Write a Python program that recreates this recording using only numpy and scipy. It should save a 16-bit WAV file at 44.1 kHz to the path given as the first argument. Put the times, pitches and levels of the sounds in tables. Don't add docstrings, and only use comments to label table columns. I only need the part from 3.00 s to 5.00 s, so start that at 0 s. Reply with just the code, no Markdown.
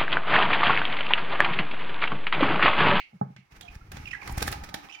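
import sys
import numpy as np
from scipy import signal
from scipy.fft import rfft, irfft, next_fast_len
from scipy.io import wavfile
from scipy.ndimage import uniform_filter1d

SR = 44100
rng = np.random.default_rng(int(sys.argv[2]) if len(sys.argv) > 2 else 0)


def file_out(sig):
    cols = np.atleast_2d(sig).T
    lim = np.clip(cols, -1, 1)
    pcm = np.round(lim * 32767).astype(np.int16)
    wavfile.write(sys.argv[1], SR, pcm)


def volts_from_decibels(level):
    exponent = np.asarray(level, float) / 20
    return 10 ** exponent


N = 88200
T = np.arange(N) / SR


def unit(x):
    return x / np.sqrt(np.mean(x ** 2) + 1e-30)


def shape(x, gain_of_hz):
    size = next_fast_len(N + 8192)
    hz = np.maximum(np.fft.rfftfreq(size, 1 / SR), 1)
    return irfft(rfft(x, size) * gain_of_hz(hz), size)[..., :N]


def colour(x, table):
    hz, db = np.array(table, float).T
    return shape(x, lambda f: volts_from_decibels(np.interp(np.log(f), np.log(hz), db)))


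def band(x, hz, width_hz):
    return shape(x, lambda f: 1 / (1 + 1j * (f / hz - hz / f) * hz / width_hz))


def band_noise(shape_of, hz, width_hz):
    once = band(rng.standard_normal(shape_of), hz, width_hz)
    return unit(band(once, hz, width_hz))


def walk(rate_hz):
    hold = int(SR / rate_hz)
    steps = np.repeat(rng.standard_normal(N // hold + 1), hold)
    return unit(uniform_filter1d(steps, hold)[:N])


def level(table):
    return volts_from_decibels(np.interp(T, *np.array(table, float).T))


def partial(start_s, level_db, hz, t60_s):
    t = np.maximum(T - start_s, 0)
    return volts_from_decibels(level_db - 60 * t / t60_s) * np.sin(2 * np.pi * hz * t)


def glides(notes, rough, overtone_db):
    warble_hz, beak_hz = 270, 6200
    tone, over = np.zeros((2, N))
    warble, wobble = (unit(band(rng.standard_normal(N), warble_hz, 210)) for _ in range(2))
    for start_s, length_s, start_hz, end_hz, level_db in notes:
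        u = np.clip((T - start_s) / length_s, 0, 1)
        cycles = length_s * (start_hz * u + (end_hz - start_hz) * u ** 2 / 2)
        phase = 2 * np.pi * cycles + rough * wobble / 2
        env = volts_from_decibels(level_db - 2) * np.sin(np.pi * u) ** 1.23 * (1 + rough * warble)
        tone += env * np.sin(phase)
        over += env * (np.sin(2 * phase) + 0.31 * np.sin(3 * phase))
    return tone + volts_from_decibels(overtone_db) * band(over, beak_hz, 1670)


def shared_bass(f):
    return 1 / (1 + (f / 280) ** 2)


def place(x, pan_db):
    lag_s = 25 / 44100
    bass = shape(x, shared_bass)
    treble = x - bass
    left = shape(treble, lambda f: np.exp(-2j * np.pi * f * lag_s))
    return bass + np.array([left * volts_from_decibels(pan_db / 2), treble * volts_from_decibels(-pan_db / 2)])


def wide(table):
    noise = rng.standard_normal((3, N))
    apart = shape(noise[1:], lambda f: np.sqrt(1 - shared_bass(f) ** 2))
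    return unit(colour(shape(noise[0], shared_bass) + apart, table))


def room(x):
    t60_s, treble_t60_s, split_hz = 0.39, 0.21, 5500
    t = T[:SR // 2]
    noise = rng.standard_normal((2, N))
    dull = shape(noise, lambda f: 1 / (1 + (f / split_hz) ** 2))
    bright = noise - dull
    tail = dull[:, :len(t)] * volts_from_decibels(-60 * t / t60_s) + bright[:, :len(t)] * volts_from_decibels(-60 * t / treble_t60_s)
    tail = tail * (t > .004)
    tail = tail / np.sqrt(np.sum(tail ** 2) / 2)
    return signal.fftconvolve(np.atleast_2d(x), tail, axes=1)[:, :N]


# hz [Hz], density_db [dB per Hz]
AIR_SPECTRUM = [(18, -42), (30, -25), (1280, -8), (1860, -38.5), (2170, 2), (2350, -28.5), (3220, -21),
                (16000, -36)]


def room_air():
    return volts_from_decibels(-73) * wide(AIR_SPECTRUM)


# pitch_hz [Hz], width_hz [Hz], level_db [dB]
SQUAWK_BANDS = [(2186, 390, 3), (2680, 530, 2.5), (4260, 960, -10), (6230, 680, -26.5)]


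def squawk_tail():
    t60_s = 0.26
    tail = sum(volts_from_decibels(db) * band_noise((2, N), hz, width_hz) for hz, width_hz, db in SQUAWK_BANDS)

    def fade(start_s, level_db):
        return (T >= start_s) * volts_from_decibels(level_db - 60 * np.maximum(T - start_s, 0) / t60_s)

    return tail * (fade(0, -46.5) + fade(.366, -60.5))


# start_s [s], level_db [dB]
STIR_EFFORT = [(0, -71.5), (.5, -72.5), (.525, -58), (.63, -60.5), (.76, -59), (.83, -65.5), (.905, -62.5),
               (.93, -49.5), (1.05, -52.5), (1.15, -60.5), (1.22, -49.5), (1.3, -42.5), (1.45, -46.5),
               (1.55, -46), (1.7, -53.5), (1.79, -51), (1.86, -59), (2.0, -64)]
# hz [Hz], density_db [dB per Hz]
RUSTLE_SPECTRUM = [(150, -13), (350, -12.5), (570, -20), (1000, -15), (2400, -14.5), (3500, -27),
                   (4200, -27), (5200, -24.5), (6200, -25.5), (7300, -35.5), (16000, -36)]


def rustle():
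    return level(STIR_EFFORT) * wide(RUSTLE_SPECTRUM) * volts_from_decibels(3 * walk(39.75))


# pitch_hz [Hz], width_hz [Hz], level_db [dB]
WIRE_MODES = [(821, 134, -1.5), (1268, 103, -10), (1544, 64, -17.5), (2330, 64, -18), (2530, 210, -23),
              (298, 35, -9.5)]
# start_s [s], level_db [dB]
WIRE_SHAKE = [
    (1.1, -5.5),
    (1.5, -1.5),
    (1.85, 4.5),
]


def wire_hum():
    hum = sum(volts_from_decibels(db + 2.84 * walk(24.88)) * band_noise((2, N), hz, width_hz)
              for hz, width_hz, db in WIRE_MODES)
    return level(STIR_EFFORT) * level(WIRE_SHAKE) * hum


def wire_ring(wings):
    return volts_from_decibels(-4.5) * sum(band(wings, hz, width_hz / 2) for hz, width_hz, _ in WIRE_MODES[:-1])


# start_s [s], level_db [dB]
DRAUGHT_LEVEL = [(0, -63.5), (.05, -79.5), (.5, -72), (.54, -54), (.62, -58), (.8, -60.5), (.92, -50.5),
                 (1.1, -48.5), (1.22, -61), (1.3, -45), (1.6, -46), (1.77, -54.5), (1.82, -83)]


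def draught():
    hz = 72
    rumble = unit(band(band(rng.standard_normal(N), hz, 124), hz, 110))
    return level(DRAUGHT_LEVEL) * rumble * volts_from_decibels(2.85 * walk(23))


# start_s [s], length_s [s], start_hz [Hz], end_hz [Hz], level_db [dB]
PANEL_CREAKS = [
    (.125, .055, 234, 144, -40),
    (.262, .075, 184.7, 150, -44.5),
]


def creaks():
    return glides(PANEL_CREAKS, rough=.1, overtone_db=-60)


# start_s [s], level_db [dB], contact_s [s]
BOX_BUMPS = [
    (0.132, -44.5, 0.0013),
    (0.213, -19, 0.00079),
    (.232, -22, 0.012),
    (0.265, -37.5, 0.0018),
    (.303, -38, 0.0016),
    (0.361, -30, 0.0076),
    (0.386, -37, 0.0041),
    (0.424, -50, 0.0062),
]
# pitch_hz [Hz], level_db [dB], t60_s [s]
BOX_MODES = [(137, 4.5, 0.14), (185.5, 4.5, 0.064), (414.5, -13.5, 0.087), (826, 7, 0.063),
             (1232, -6, 0.042)]


def box_bumps():
    cut_hz, rattle_db, rattle_s = 149, -11.5, 0.028
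    t = T[:SR // 4]
    modes = sum(volts_from_decibels(db - 60 * t / t60_s) * np.sin(2 * np.pi * hz * t) for hz, db, t60_s in BOX_MODES)
    seams = unit(band(rng.standard_normal(N), 1100, 1500))[:len(t)]
    knock = modes + volts_from_decibels(rattle_db) * np.exp(-t / rattle_s) * seams
    push = np.zeros(N)
    for start_s, level_db, contact_s in BOX_BUMPS:
        push += volts_from_decibels(level_db) * np.exp(-((T - start_s) / contact_s) ** 2 * 8) / (contact_s * SR * 0.68)

    def low_cut(f):
        r = f / cut_hz
        return (1j * r) ** 4 / (1 + 1.4j * r - r ** 2) ** 2

    return shape(signal.fftconvolve(push, knock)[:N], low_cut)


# hz [Hz], density_db [dB per Hz]
FEATHER_SPECTRUM = [(120, -10), (200, 1.5), (1160, -5.5), (1770, 0.5), (2380, -5.5), (3830, -7),
                    (4520, -6.5), (5840, -6), (16000, -15)]


def feather_noise():
    split_hz, snaps_per_s, spread_db = 6900, 2500, 4.5
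    hits = rng.random((2, N)) < snaps_per_s / SR
    size = volts_from_decibels(spread_db * np.minimum(rng.exponential(size=(2, N)), 2.5))
    snaps = hits * size * rng.standard_normal((2, N))
    parts = []
    for snap, side in zip(snaps, (1, -1)):
        raw = colour(place(unit(snap), 0) + rng.standard_normal((2, N)), FEATHER_SPECTRUM)
        parts.append(shape(raw, lambda f: 1 / (1 + (f / split_hz) ** (6 * side))))
    return np.array(parts) / np.std(sum(parts))


# start_s [s], level_db [dB], swish_s before the crack [s], bright_db [dB]
WING_STROKES = [(0.364, -44.5, 0.00035, -19), (0.52, -55.5, 0.00021, -6), (0.567, -54, 0.0035, -2),
                (0.611, -40, 0.0008, 1), (.755, -48.5, 0.0053, -2.5), (0.919, -35.5, 0.0012, -3),
                (0.971, -39, 0.0029, -10), (1.083, -53.5, 0.011, -2), (1.277, -34.5, 0.0018, -6.5),
                (1.297, -43.5, 0.0035, -11), (1.326, -55, 0.018, 12.5), (1.381, -30, 0.003, 3),
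                (1.409, -35, .003, -7), (1.427, -23.5, 0.003, 0.5), (1.44, -53, .002, -3),
                (1.463, -51.5, 0.0008, 8), (1.4796, -29, 0.004, 3.5), (1.489, -40, .004, -12),
                (1.517, -44, 0.001, 14), (1.528, -27.5, 0.0025, -5.5), (1.638, -37.5, 0.001, -3),
                (1.645, -41, .002, -5.5), (1.692, -39.5, 0.0015, -4.5), (1.7413, -32.5, 0.0002, 0.5),
                (1.745, -31.5, .001, -6)]


def strokes():
    crack_s, ruffle_db, dark_ruffle_s, bright_ruffle_s = 0.0034, -21.5, 0.039, 0.015
    dark, bright = feather_noise()
    out = np.zeros((2, N))
    for start_s, level_db, swish_s, bright_db in WING_STROKES:
        after = np.maximum(T - start_s, 0)
        swish = np.exp(np.minimum(T - start_s, 0) / max(swish_s, 1e-4))
        crack = np.exp(-after / crack_s)
        dark_env = swish * (crack + volts_from_decibels(ruffle_db) * np.exp(-after / dark_ruffle_s))
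        bright_env = swish * (crack + volts_from_decibels(ruffle_db) * np.exp(-after / bright_ruffle_s))
        out += volts_from_decibels(level_db) * (dark * dark_env + bright * volts_from_decibels(bright_db) * bright_env)
    return out


# start_s [s], level_db [dB], pitch_hz [Hz]
QUILL_SNAPS = [(.9187, -42, 5200), (1.2772, -41, 5500), (1.3725, -29.5, 9200), (1.3794, -30, 10200),
               (1.3787, -26, 11100), (1.3825, -45, 4320), (1.4072, -42, 7200), (1.4273, -16, 4300),
               (1.4273, -23, 8000), (1.4403, -29, 5200), (1.4797, -25.5, 4230), (1.4786, -28.5, 7600),
               (1.518, -32, 12100), (1.5274, -28.5, 4270), (1.5277, -36.5, 8200), (1.5325, -39, 4720),
               (1.7414, -36, 8600), (1.7444, -19, 3570), (0.518, -54, 1800), (.969, -37, 4090),
               (1.888, -38, 3270)]


def quills():
    cycles = 11
    return place(sum(partial(start_s, db, hz, cycles / hz) for start_s, db, hz in QUILL_SNAPS), 0)


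# start_s [s], level_db [dB], length_s [s]
AIR_PUFFS = [(0.526, -45.5, 0.0093), (0.574, -44, .022), (0.888, -44, .022), (1.343, -38, 0.014),
             (0.702, -38.5, 0.02), (0.763, -32, 0.011), (0.818, -38.5, 0.016), (.934, -34, 0.013),
             (0.947, -32, 0.009), (0.971, -34.5, 0.0065), (0.987, -38, 0.014), (1.001, -31.5, .008),
             (1.039, -36.5, 0.011), (1.05, -40.5, 0.0072), (1.102, -47, .02), (1.155, -47, 0.01),
             (1.285, -42, 0.012), (1.299, -30.5, 0.0062), (1.326, -24, 0.018), (1.378, -19, 0.0094),
             (1.427, -30.5, 0.015), (1.458, -28.5, 0.0056), (1.481, -29.5, 0.0048), (1.494, -37, 0.01),
             (1.511, -36, 0.0045), (1.519, -30.5, 0.0092), (1.56, -33.5, 0.011), (1.574, -35.5, 0.014),
             (1.593, -34, 0.01), (1.625, -37, 0.033), (1.68, -44, 0.022), (1.741, -47, 0.013)]


def puffs():
    rebound = 0.72
    out = np.zeros(N)
    for start_s, level_db, length_s in AIR_PUFFS:
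        suck = np.exp(-((T - start_s) / (length_s / 5.3)) ** 2)
        push = np.exp(-((T - start_s - length_s / 2) / (length_s / 2.24)) ** 2)
        out += volts_from_decibels(level_db) * (rebound * push - suck)
    return shape(out, lambda f: 1j * f / (1j * f + 25))


# start_s [s], length_s [s], start_hz [Hz], end_hz [Hz], level_db [dB]
CLEAR_NOTES = [(.62, 0.063, 740, 685, -47), (0.677, 0.017, 2437, 2560, -41.5),
               (0.808, 0.017, 1383, 1320, -52), (1.054, 0.01, 2824, 2620, -38),
               (1.067, 0.023, 2530, 2375, -36), (1.129, 0.014, 1902, 1955, -29.5),
               (1.143, 0.015, 1785, 1586, -34), (1.148, 0.01, 2085, 1920, -38),
               (1.158, 0.015, 2130, 1885, -45.5), (1.214, 0.0118, 2586, 2080, -38)]
# start_s [s], length_s [s], start_hz [Hz], end_hz [Hz], level_db [dB]
HOARSE_NOTES = [(.608, 0.0089, 3240, 3240, -48.5), (.615, 0.016, 3440, 4320, -51),
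                (.626, 0.012, 3200, 3270, -49.5), (.645, .018, 3360, 3260, -58),
                (1.084, 0.0074, 3370, 2880, -47), (1.107, 0.016, 2756, 2400, -36),
                (1.113, 0.009, 2320, 1990, -44), (1.118, 0.011, 2660, 2820, -48),
                (1.226, 0.013, 2340, 1910, -43.5), (1.12, 0.02, 3324, 2700, -50),
                (1.890, 0.024, 2470, 2674, -44.5), (1.910, 0.0065, 2390, 2720, -42.5),
                (1.918, 0.02, 3200, 2630, -44), (1.922, 0.049, 3150, 3020, -48.5),
                (1.930, 0.021, 2754, 2580, -49.5), (1.944, 0.016, 2432, 2290, -41),
                (1.957, 0.014, 1907, 1760, -56.5), (1.975, 0.028, 2307, 2350, -52.5)]


def chirps():
    clear = glides(CLEAR_NOTES, rough=.25, overtone_db=-19)
    return clear + glides(HOARSE_NOTES, rough=.42, overtone_db=-9)


# start_s [s], level_db [dB], pitch_hz [Hz]
WING_CLAPS = [(1.2243, -35, 1046), (1.278, -33, 1200), (1.278, -36, 2130), (1.2949, -32.5, 990),
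              (1.3021, -35, 970), (1.383, -31.5, 1790), (1.425, -38, 1860), (1.4657, -31.5, 1990),
              (1.4895, -37, 1950), (1.528, -34, 2040), (1.7445, -32, 2285), (1.8885, -43, 1100),
              (1.376, -28, 780), (1.419, -24.5, 420), (1.426, -25, 670), (1.477, -25.5, 784),
              (1.479, -19.5, 1787), (1.527, -33, 805)]


def claps():
    return sum(partial(start_s, db, hz, t60_s=0.018) for start_s, db, hz in WING_CLAPS)


def scene():
    wings = strokes() + claps() + quills()
    wood = box_bumps() + creaks()
    calls = chirps()
    wet = volts_from_decibels(-10.5) * wings[1] + volts_from_decibels(-24) * wood + volts_from_decibels(-4) * calls
    birds = wings + puffs() + place(calls, pan_db=-9.5)
    cage = wire_ring(wings) + rustle() + wire_hum() + draught() + place(wood, 0)
    return birds + cage + room(wet) + squawk_tail() + room_air()


# hz [Hz], left_minus_right_db [dB]
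PORT_TILT = [(700, 0), (1300, -6), (2500, -6), (4400, -6), (8000, -1.5), (13000, -2)]


def ports(dry):
    return np.array([colour(x, [(hz, side * db / 2) for hz, db in PORT_TILT])
                     for x, side in zip(dry, (1, -1))])


def top_cut(x):
    return signal.sosfilt(signal.butter(12, 16660, fs=SR, output="sos"), x)


def record(dry):
    top_hz = 16300
    return top_cut(shape(ports(dry), lambda f: f < top_hz))


dry = scene()
out = record(dry)
file_out(out)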